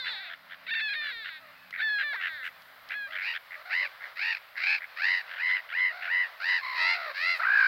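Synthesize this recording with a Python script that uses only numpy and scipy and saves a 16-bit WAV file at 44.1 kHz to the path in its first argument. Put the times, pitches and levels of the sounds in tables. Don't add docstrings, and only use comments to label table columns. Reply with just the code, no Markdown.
import sys
import numpy as np
from scipy import signal
from scipy.fft import rfft, irfft, next_fast_len
from scipy.io import wavfile
from scipy.ndimage import uniform_filter1d

SR = 44100
rng = np.random.default_rng(int(sys.argv[2]) if len(sys.argv) > 2 else 0)


def wav_record(signal):
    frames = np.transpose(np.atleast_2d(signal))
    bounded = np.clip(frames, -1, 1)
    quanta = np.round(bounded * 32767).astype(np.int16)
    wavfile.write(sys.argv[1], SR, quanta)


N = 338247
CUTOFF_HZ = 15800

# frequency in Hz, relative gain in dB.
CRY_THROAT = [(350, -48), (600, -18.5), (1000, -16.5), (1400, -4), (1950, -3.5), (2500, -0.5), (2900, -9.5),
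              (3400, -23.5), (4000, -13), (4900, -16.5), (5600, -32.5), (6500, -50), (9000, -58),
              (11000, -74)]


def from_db(db):
    return 10 ** (np.asarray(db) / 20)


def rms_one(x):
    return x / np.sqrt(np.mean(x ** 2) + 1e-20)


def seconds(length_s):
    return np.arange(int(length_s * SR)) / SR


def bell(t, width_s):
    return np.exp(-(t / width_s) ** 2)


def at_hz(points, hz):
    f, db = np.transpose(points)
    return from_db(np.interp(np.log(hz + 1e-9), np.log(f), db))


def over_time(rows):
    return np.interp(np.arange(N) / SR, *np.transpose(rows))


def read(rows):
    s, *columns = np.transpose(rows)
    t = np.arange(int(max(s[0], 0) * SR), int(s[-1] * SR)) / SR
    return [t] + [np.interp(t, s, c) for c in columns]


def add(out, start_s, x):
    i = int(start_s * SR)
    x, i = x[max(-i, 0):], max(i, 0)
    out[i:i + len(x)] += x[:max(N - i, 0)]


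def coloured(x, spectrum):
    size = next_fast_len(len(x) + 512)
    gain = at_hz(spectrum, np.fft.rfftfreq(size, 1 / SR))
    return irfft(rfft(x, size) * gain, size)[:len(x)]


def noise(spectrum, size):
    return rms_one(coloured(rng.standard_normal(size), spectrum))


def drift(rate_hz, size):
    at = np.arange(size) * rate_hz / SR
    knots = int(at[-1]) + 2
    return np.interp(at, np.arange(knots), rng.standard_normal(knots))


def evened(x):
    return x / np.sqrt(np.abs(uniform_filter1d(x * x, size=1000)) + 1e-12)


def faded(x):
    return x * signal.windows.tukey(len(x), min(1, 300 / len(x)))


def flutter(rate_hz, size, unevenness):
    turns = rng.random() + np.cumsum(rate_hz * (1 + unevenness * drift(rate_hz, size))) / SR
    return np.abs(np.sin(np.pi * turns))


def harmonics(pitch_hz, throat, beak_hz=2000, beak_db=0, beak_width_hz=300, count=26):
    k = np.arange(1, count + 1)[:, None]
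    hz = k * pitch_hz
    beak = from_db(beak_db / (1 + ((hz - beak_hz) / beak_width_hz) ** 2))
    gain = at_hz(throat, hz) * beak * (hz < CUTOFF_HZ)
    phase = 2 * np.pi * np.cumsum(hz, axis=1) / SR + k * k / 2
    return evened(np.sum(gain * np.sin(phase), axis=0))


def with_effort(x, level_db, treble_db):
    low = signal.sosfiltfilt(signal.butter(8, 3250, fs=SR, output="sos"), x)
    return faded(from_db(level_db) * (evened(low) + from_db(treble_db) * evened(x - low)))


def harsh_cry(pitch_hz, level_db, treble_db, beak_hz, roughness, pulse_hz, swing, jitter, rasp,
              beak_db, beak_width_hz):
    attack_s = .017
    pulse_sweep = .035
    pulse_spread, pulse_spread_db = .016, 3.5
    size = len(pitch_hz)
    weak = np.clip((level_db.max() - level_db) / 15, 0, 1)
    rough = np.clip(roughness, 0, 1) + .45 * weak
    opening = flutter(pulse_hz, size, unevenness=.07)

    arch = (opening - np.pi / 4) * (1 + .35 * drift(pulse_hz, size))
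    climb = -np.gradient(opening ** 2) * SR / (np.pi * pulse_hz)
    shake = (1.04 - opening) * drift(700, size)
    bend = swing * arch + pulse_sweep * climb + pulse_spread * drift(pulse_hz, size) + jitter * shake
    pitch_hz = pitch_hz * (1 + rough * bend)

    tone = harmonics(pitch_hz, CRY_THROAT, beak_hz, beak_db, beak_width_hz)
    pulses = .07 + opening ** (.45 + .25 * rough)
    crackle = from_db(3.2 * rough ** 2 * drift(300, size))
    air = rasp * rough * noise(CRY_THROAT, size)
    highpass = signal.butter(4, 520, "high", fs=SR, output="sos")
    voice = signal.sosfilt(highpass, tone * pulses * crackle + air)
    attack = np.minimum(np.arange(size) / SR / attack_s, 1)
    level_db = level_db + pulse_spread_db * rough ** 2 * drift(pulse_hz, size) / 2
    return attack * with_effort(voice, level_db, treble_db)


def cries(beak_db=13, beak_width_hz=440):
    # start in seconds, length in seconds, pitch rise in seconds, swell in seconds,
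    # start pitch in Hz, top pitch in Hz, end pitch in Hz, level in dB, treble in dB re level,
    # open-beak resonance in Hz, base roughness 0-1.
    cry_rows = [(3.206, 0.16, 0.051, 0.023, 638, 964, 810, -32, -13.5, 2410, 0.8),
                (3.689, 0.19, 0.045, 0.027, 609, 1010, 717, -27.5, -17.5, 2140, 0.74),
                (4.154, 0.23, .058, 0.044, 573, 907, 637, -29, -13, 2220, 0.94),
                (4.561, 0.23, 0.069, 0.083, 530.3, 840.6, 774, -25, -14, 2266, 0.77),
                (4.958, 0.26, 0.076, 0.063, 588, 977, 870, -25.5, -15, 2000, 0.8),
                (5.368, 0.24, .037, 0.056, 672.6, 1009, 916, -26, -22, 2010, 0.56),
                (5.712, .21, 0.036, 0.064, 629.7, 1015, 930, -24, -25.5, 2010, .42),
                (6.065, .21, .038, 0.043, 656, 990, 886, -25, -26, 1874, 0.48),
                (6.395, 0.22, .052, 0.07, 667, 978, 839, -24.5, -14, 1740, 0.59),
                (6.742, 0.24, 0.15, 0.053, 625, 722, 658, -25.5, -10, 2300, 0.5),
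                (7.132, .25, 0.096, 0.082, 526.4, 696.5, 618, -26, -11, 2090, 0.4)]
    droop_s, droop_db, swell_db = .035, 14, 12
    thin_treble_db = 2
    beak_opening, beak_closing = .18, .05
    out = np.zeros(N)
    for (start_s, length_s, rise_s, swell_s, start_hz, top_hz, end_hz,
         level_db, treble_db, beak_hz, roughness) in cry_rows:
        t = seconds(length_s)
        scoop, swell, droop = bell(t, rise_s), bell(t, swell_s), bell(length_s - t, droop_s)
        pitch_hz = top_hz + (start_hz - top_hz) * scoop + (end_hz - top_hz) * droop
        level = level_db - swell_db * swell - droop_db * droop
        treble = treble_db + thin_treble_db * (swell + droop)
        beak = beak_hz * (1 - beak_opening * scoop - beak_closing * droop)
        cry = harsh_cry(pitch_hz, level, treble, beak, roughness, pulse_hz=90, swing=.19, jitter=.1,
                        rasp=.12, beak_db=beak_db, beak_width_hz=beak_width_hz)
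        add(out, start_s, cry)
    return out


def growl(beak_db=34, beak_width_hz=600, chest_db=-15.5):
    # time in seconds, pitch in Hz, level in dB, treble in dB re level, beak resonance in Hz.
    growl_rows = [(7.385, 677, -34, -10, 1490), (7.399, 639.7, -31, -22, 1480),
                  (7.421, 741.5, -33, -26.5, 1630), (7.437, 625.2, -29, -26, 1564),
                  (7.471, 758, -27, -28.5, 1530), (7.541, 823.4, -23, -28, 1536),
                  (7.67, 741.5, -22.5, -22, 1710)]
    chest_spectrum = [(380, -44), (650, -2.5), (1050, 12), (1400, 0)]   # Hz, dB
    out = np.zeros(N)
    t, *controls = read(growl_rows)
    cry = harsh_cry(*controls, roughness=.55, pulse_hz=58, swing=.2, jitter=.26, rasp=.2,
                    beak_db=beak_db, beak_width_hz=beak_width_hz)
    add(out, t[0], cry)
    chest = coloured(out * (1 + drift(900, N)), chest_spectrum)
    return out + from_db(chest_db) * chest


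def through_registers(t, registers):
    sag_per_s, fade_db_per_s = .56, 11
    state = None
    for s, slide_s, hz, level_db, treble_db, gape_db in registers:
        pitch_hz = hz * np.exp(-sag_per_s * (t - s))
        level = level_db - fade_db_per_s * (t - s)
        held = np.array(np.broadcast_arrays(pitch_hz, level, treble_db, gape_db))
        if state is None:
            state = held
        else:
            state = state + (held - state) * (1 + np.tanh(2 * (t - s) / slide_s)) / 2
    return state


def whines(beak_hz=2650, beak_width_hz=380, beak_gain_db=10, crack_s=0.0072):
    # time in seconds, slide in seconds,
    # pitch in Hz, level in dB, treble in dB re level, gape (beak resonance in dB re beak_gain_db).
    whine_rows = [(.32, [(-.1, .03, 593, -36, 5, -14), (.003, 0.036, 512, -44, 3.5, -24),
                  (.073, 0.017, 523, -40.5, 4, -13), (.138, 0.0466, 381, -43, 2, -2),
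                  (.195, .03, 407, -43.5, -3.5, -9), (.252, 0.04, 320, -43.5, -3, 10)]),
                  (1.412, [(.665, 0.036, 956.6, -30, -8, 2), (.944, 0.0059, 620.5, -34.5, -7, -6),
                  (1.12, 0.029, 471.4, -41.5, -4, -10), (1.265, 0.067, 327, -44, -6, -9)]),
                  (2.5, [(1.775, .03, 922.5, -27, -15, -20), (2.028, 0.00597, 601, -32, -15, -14.5),
                  (2.147, 0.035, 395, -37, -23, -19), (2.265, 0.072, 322.5, -39, -12.5, -25),
                  (2.39, 0.0685, 252.6, -41, -17, -35)]), (3.098, [(2.895, 0.035, 881, -34.5, -21, -15)])]
    # time in seconds, depth 0-1.
    catches = [(.675, 0.99), (0.702, 0.87), (0.746, 0.72), (0.803, .7), (.898, .35), (1.784, 0.98),
               (1.81, 0.63), (1.896, 0.25)]
    # frequency in Hz, relative gain in dB.
    whine_throat = [(250, -79), (450, -22.5), (850, -30), (1200, -17.5), (1700, 5.5), (2100, 0), (2600, -9),
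                    (3000, -18), (3600, -2), (4300, -10.5), (5200, -32.5), (6500, -55), (8000, -45.5),
                    (10000, -69)]
    scoop_share, scoop_db = .27, 10.5
    release_s = .031
    out = np.zeros(N)
    for end_s, registers in whine_rows:
        start_s, scoop_s = registers[0][:2]
        t = start_s + seconds(end_s - start_s)
        pitch_hz, level_db, treble_db, gape_db = through_registers(t, registers)
        scoop = bell(t - start_s, scoop_s)
        slack = np.clip((480 - pitch_hz) / 200, 0, 1)
        drops = [(s, min(crack_s / slide_s, 1)) for s, slide_s, *_ in registers[1:]]
        crack = sum(depth * bell(t - s, crack_s) for s, depth in catches + drops)
        shake = (.004 + .009 * slack + .08 * crack) * drift(500, len(t))
        pitch_hz = pitch_hz * (1 - scoop_share * scoop) * (1 + shake - .14 * crack)
        tone = harmonics(pitch_hz, whine_throat, beak_hz, gape_db + beak_gain_db, beak_width_hz)
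        breath = (.05 + .35 * crack) * noise(whine_throat, len(t))
        voice = tone * (1 - .55 * crack) + breath
        release = 1 - bell(end_s - t, release_s)
        add(out, start_s, release * with_effort(voice, level_db - scoop_db * scoop, treble_db))
    return out


def keks(foot_hz=640, rise=0.55, pulse_s=0.01334, gap_s=.0112, beak_db=15, beak_width_hz=200):
    # start in seconds, length in seconds, mid-call level in dB, open-beak resonance in Hz.
    kek_rows = [(0.044, 0.066, -31, 2850), (.287, 0.067, -37, 3430), (0.496, 0.063, -40, 3370),
                (0.748, 0.081, -36.5, 2260), (0.881, 0.1, -43, 2440), (1.011, 0.11, -36, 2932),
                (1.245, 0.06, -33.5, 3006), (1.726, 0.06, -33.5, 2240), (1.791, 0.054, -33.5, 2560),
                (1.985, 0.054, -28, 2950), (2.199, 0.099, -27.5, 2890), (2.429, 0.065, -33.5, 2823),
                (2.894, 0.065, -32.5, 2604), (3.107, 0.075, -33, 3260), (3.15, 0.1, -32, 2400),
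                (3.336, 0.049, -30.5, 3320), (3.507, 0.061, -37, 2250), (4.006, 0.076, -35, 2020),
                (4.554, 0.074, -32.5, 2188), (4.806, 0.061, -36, 2183), (5.267, 0.18, -38, 2995),
                (5.486, 0.039, -31, 3300), (5.542, 0.048, -32, 2870), (5.689, 0.05, -35, 3200),
                (5.78, .033, -35.5, 3330), (6.008, 0.084, -32.5, 2760)]
    # frequency in Hz, relative gain in dB.
    kek_throat = [(400, -44.5), (900, -25.5), (1300, -5), (1750, 7), (2100, 0.5), (2500, -11), (2900, -14),
                  (3600, -14), (4600, -25.5), (6000, -40), (9000, -65.5)]
    out = np.zeros(N)
    u = np.linspace(0, 1, int(pulse_s * SR))
    envelope = np.sin(np.pi * u ** .55) ** 2
    for start_s, length_s, peak_db, beak_hz in kek_rows:
        for at_s in np.arange(0, length_s - gap_s / 2, gap_s):
            gape = np.sin(np.pi * (at_s + gap_s / 2) / length_s)
            arch = rise * gape * rng.uniform(.7, 1.2) * np.sin(u * 2.5) ** 2
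            pitch_hz = foot_hz * (1 + arch + .04 * drift(500, len(u)))
            beak = beak_hz * (.84 + .16 * gape)
            voice = harmonics(pitch_hz, kek_throat, beak, beak_db, beak_width_hz, count=10)
            swell = gape ** .6 * from_db(peak_db + 2 * rng.normal())
            add(out, start_s + at_s + rng.normal(0, .001), swell * voice * envelope)
    return out


def bent_calls(edge_share=0.28):
    # start in seconds, length in seconds, start, middle and end pitch in Hz, level in dB.
    call_rows = [(0, 0.37, 1120, 790, 661, -50), (1.4, 0.12, 668, 628, 570, -54.5),
                 (2.127, 0.041, 650, 930, 1405, -39), (3.058, 0.13, 545.5, 648.5, 566, -48.5),
                 (3.553, .08, 590, 625.3, 608.5, -49), (3.645, 0.084, 706, 740.5, 693, -44.5),
                 (3.809, .058, 535, 586, 588, -44.5), (5.053, .35, 690.5, 755, 700.5, -53),
                 (5.891, .21, 583, 754, 632.5, -43), (6.599, 0.36, 1079, 988, 892, -34.5),
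                 (6.927, .21, 736, 664.4, 537, -37), (7.388, .048, 594, 693, 925, -38.5)]
    # frequency in Hz, relative gain in dB.
    bent_throat = [(300, -26), (550, -6.5), (1000, -5.5), (1400, 0.5), (2100, -1.5), (3200, -24),
                   (4100, -10), (5200, -25), (6500, -52)]
    out = np.zeros(N)
    for start_s, length_s, start_hz, middle_hz, end_hz, level_db in call_rows:
        u = seconds(length_s) / length_s
        bend_hz = np.polyval(np.polyfit([0, .5, 1], [start_hz, middle_hz, end_hz], 2), u)
        opening = flutter(60, len(u), unevenness=.15)
        pitch_hz = bend_hz * (1 + .1 * (opening - np.pi / 4) + .055 * drift(800, len(u)))
        tone = (.6 + opening) * harmonics(pitch_hz, bent_throat, count=10)
        voice = tone + .25 * noise(CRY_THROAT, len(u))
        envelope = signal.windows.tukey(len(u), edge_share)
        add(out, start_s, from_db(level_db) * envelope * evened(voice))
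    return out


def taps(t60_s=0.024):
    # time in seconds, onset level in dB.
    tap_rows = [(1.708, -42), (2.621, -50.5), (2.889, -42), (5.264, -52)]
    # frequency in Hz, relative gain in dB.
    tray_spectrum = [(300, -15.5), (900, -1), (2000, 0), (4000, 7), (5500, -7), (8000, -32), (12000, -31)]
    out, t = np.zeros(N), np.arange(SR // 20) / SR
    for s, peak_db in tap_rows:
        add(out, s, from_db(peak_db - 60 * t / t60_s) * noise(tray_spectrum, len(t)))
    return out


def wings(stroke_s=.1):
    # mid-stroke in seconds, thump level in dB, feather swish level in dB.
    beat_rows = [(1.15, -71, -85), (1.959, -74, -83), (2.35, -69, -77), (2.461, -88, -53),
                 (2.62, -100, -65), (4.73, -72, -79), (6.9, -72, -79), (7.378, -84, -52)]
    # frequency in Hz, relative gain in dB.
    thump_spectrum = [(25, -18), (70, 2), (110, 3.5), (220, -41), (800, -53)]
    feather_spectrum = [(300, -20), (1500, 6.5), (4500, -12.5), (6500, -17), (11000, -16.5), (16000, -16)]
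    out, stroke = np.zeros(N), np.hanning(int(stroke_s * SR))
    for s, thump_db, swish_db in beat_rows:
        thump = from_db(thump_db) * noise(thump_spectrum, len(stroke))
        swish = from_db(swish_db) * noise(feather_spectrum, len(stroke))
        add(out, s - stroke_s / 2, stroke * (thump + swish))
    return out


def garden(x, t60_s=0.14, scatter_db=-21, first_s=0.004):
    t = np.arange(SR) / SR
    sparse = rng.standard_normal(SR) * (rng.random(SR) < .03)
    echoes = sparse * (t > first_s) * from_db(-60 * t / t60_s)
    unit_echoes = echoes / np.sqrt(np.sum(echoes ** 2))
    return from_db(scatter_db) * signal.fftconvolve(x, unit_echoes)[:N]


def flock(level_db=-62, count=40):
    out = np.zeros(N)
    for when, span, height, strength in rng.random((count, 4)):
        u = np.linspace(0, 1, int((.12 + .2 * span) * SR))
        arch = 1 + .15 * np.sin(3.6 * u) + .04 * drift(600, len(u))
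        pitch_hz = (520 + 380 * height) * arch
        voice = harmonics(pitch_hz, CRY_THROAT, count=8) * flutter(85, len(u), unevenness=.15)
        gain = from_db(level_db + 6 * strength) * np.sin(np.pi * u)
        add(out, when * N / SR, gain * voice)
    return out


def engine():
    # time in seconds, turns in Hz, base level in dB ahead of the order and channel gains.
    engine_rows = [(0, 32.54, -74), (1.8, 33.5, -73), (3.1, 32.93, -77), (3.7, 33.38, -87),
                   (7.67, 33.04, -93)]
    # multiple of the turn rate, mean gain in dB.
    orders = [(3, -7.5), (5, -2), (6, -3.5), (8, -2.5), (9, -11)]
    out = np.zeros(N)
    t, turns_hz, level_db = read(engine_rows)
    size = len(t)
    phase = 2 * np.pi * np.cumsum(turns_hz * (1 + .004 * drift(17, size))) / SR
    hum = np.zeros(size)
    for k, db in orders:
        hum += from_db(db + 4 * drift(7, size)) * np.sin(k * phase + 1.8 * drift(20, size))
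    add(out, 0, from_db(level_db) * hum)
    return out * from_db([[-5], [3]])


def mid_and_side(spectrum, side_db):
    apart = np.array([[1], [-1]])
    return noise(spectrum, N) + from_db(side_db) * noise(spectrum, N) * apart


def distant_air(side_db=-22, flicker_db=2):
    # frequency in Hz, relative gain in dB.
    air_spectrum = [(250, -38.5), (380, -24.5), (600, -6), (900, -7.5), (1200, -2.5), (1750, -2.5),
                    (2100, -4), (2600, -13), (3100, -11.5), (3800, -12.5), (4900, -17.5), (6000, -33.5),
                    (8000, -56.5)]
    # time in seconds, mean level in dB.
    air_level = [(0, -54.5), (1.6, -56.5), (2.8, -54.5), (3.9, -52), (5.6, -52.5), (6.299, -48.5),
                 (7.67, -48)]
    gain = from_db(over_time(air_level) + flicker_db * drift(14, N))
    return gain * mid_and_side(air_spectrum, side_db)


def microphone_hiss(side_db=-12):
    # frequency in Hz, relative gain in dB.
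    hiss_spectrum = [(3000, -10), (7000, -17.5), (10000, -16), (11500, -9.5), (13000, -5.5), (16000, -6)]
    # time in seconds, level in dB.
    hiss_level = [(0, -67.5), (1.2, -65.5), (2.5, -62.5), (5.7, -64.5), (7.6, -61.5)]
    return from_db(over_time(hiss_level)) * mid_and_side(hiss_spectrum, side_db)


def port_rumble():
    # frequency in Hz, relative gain in dB.
    rumble_spectrum = [(12, -19), (30, -17.5), (60, -0.5), (110, 6.5), (200, -12.5), (400, -14),
                       (1000, -40.5)]
    return np.array([from_db(db + 2.2 * drift(23, N)) * noise(rumble_spectrum, N) for db in (-88, -80)])


def scene():
    birds = cries() + growl() + whines() + keks() + bent_calls() + flock() + taps()
    near_echo = garden(birds)
    far_echo = garden(birds, t60_s=1.3, scatter_db=-30, first_s=0.13)
    width = from_db(-14.5) * garden(birds) * np.array([[1], [-1]])
    background = distant_air() + microphone_hiss() + port_rumble()
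    return birds + near_echo + far_echo + width + wings() + engine() + background


def record(dry):
    return signal.sosfilt(signal.ellip(12, .1, 80, CUTOFF_HZ, fs=SR, output="sos"), dry)


dry = scene()
out = record(dry)
wav_record(out)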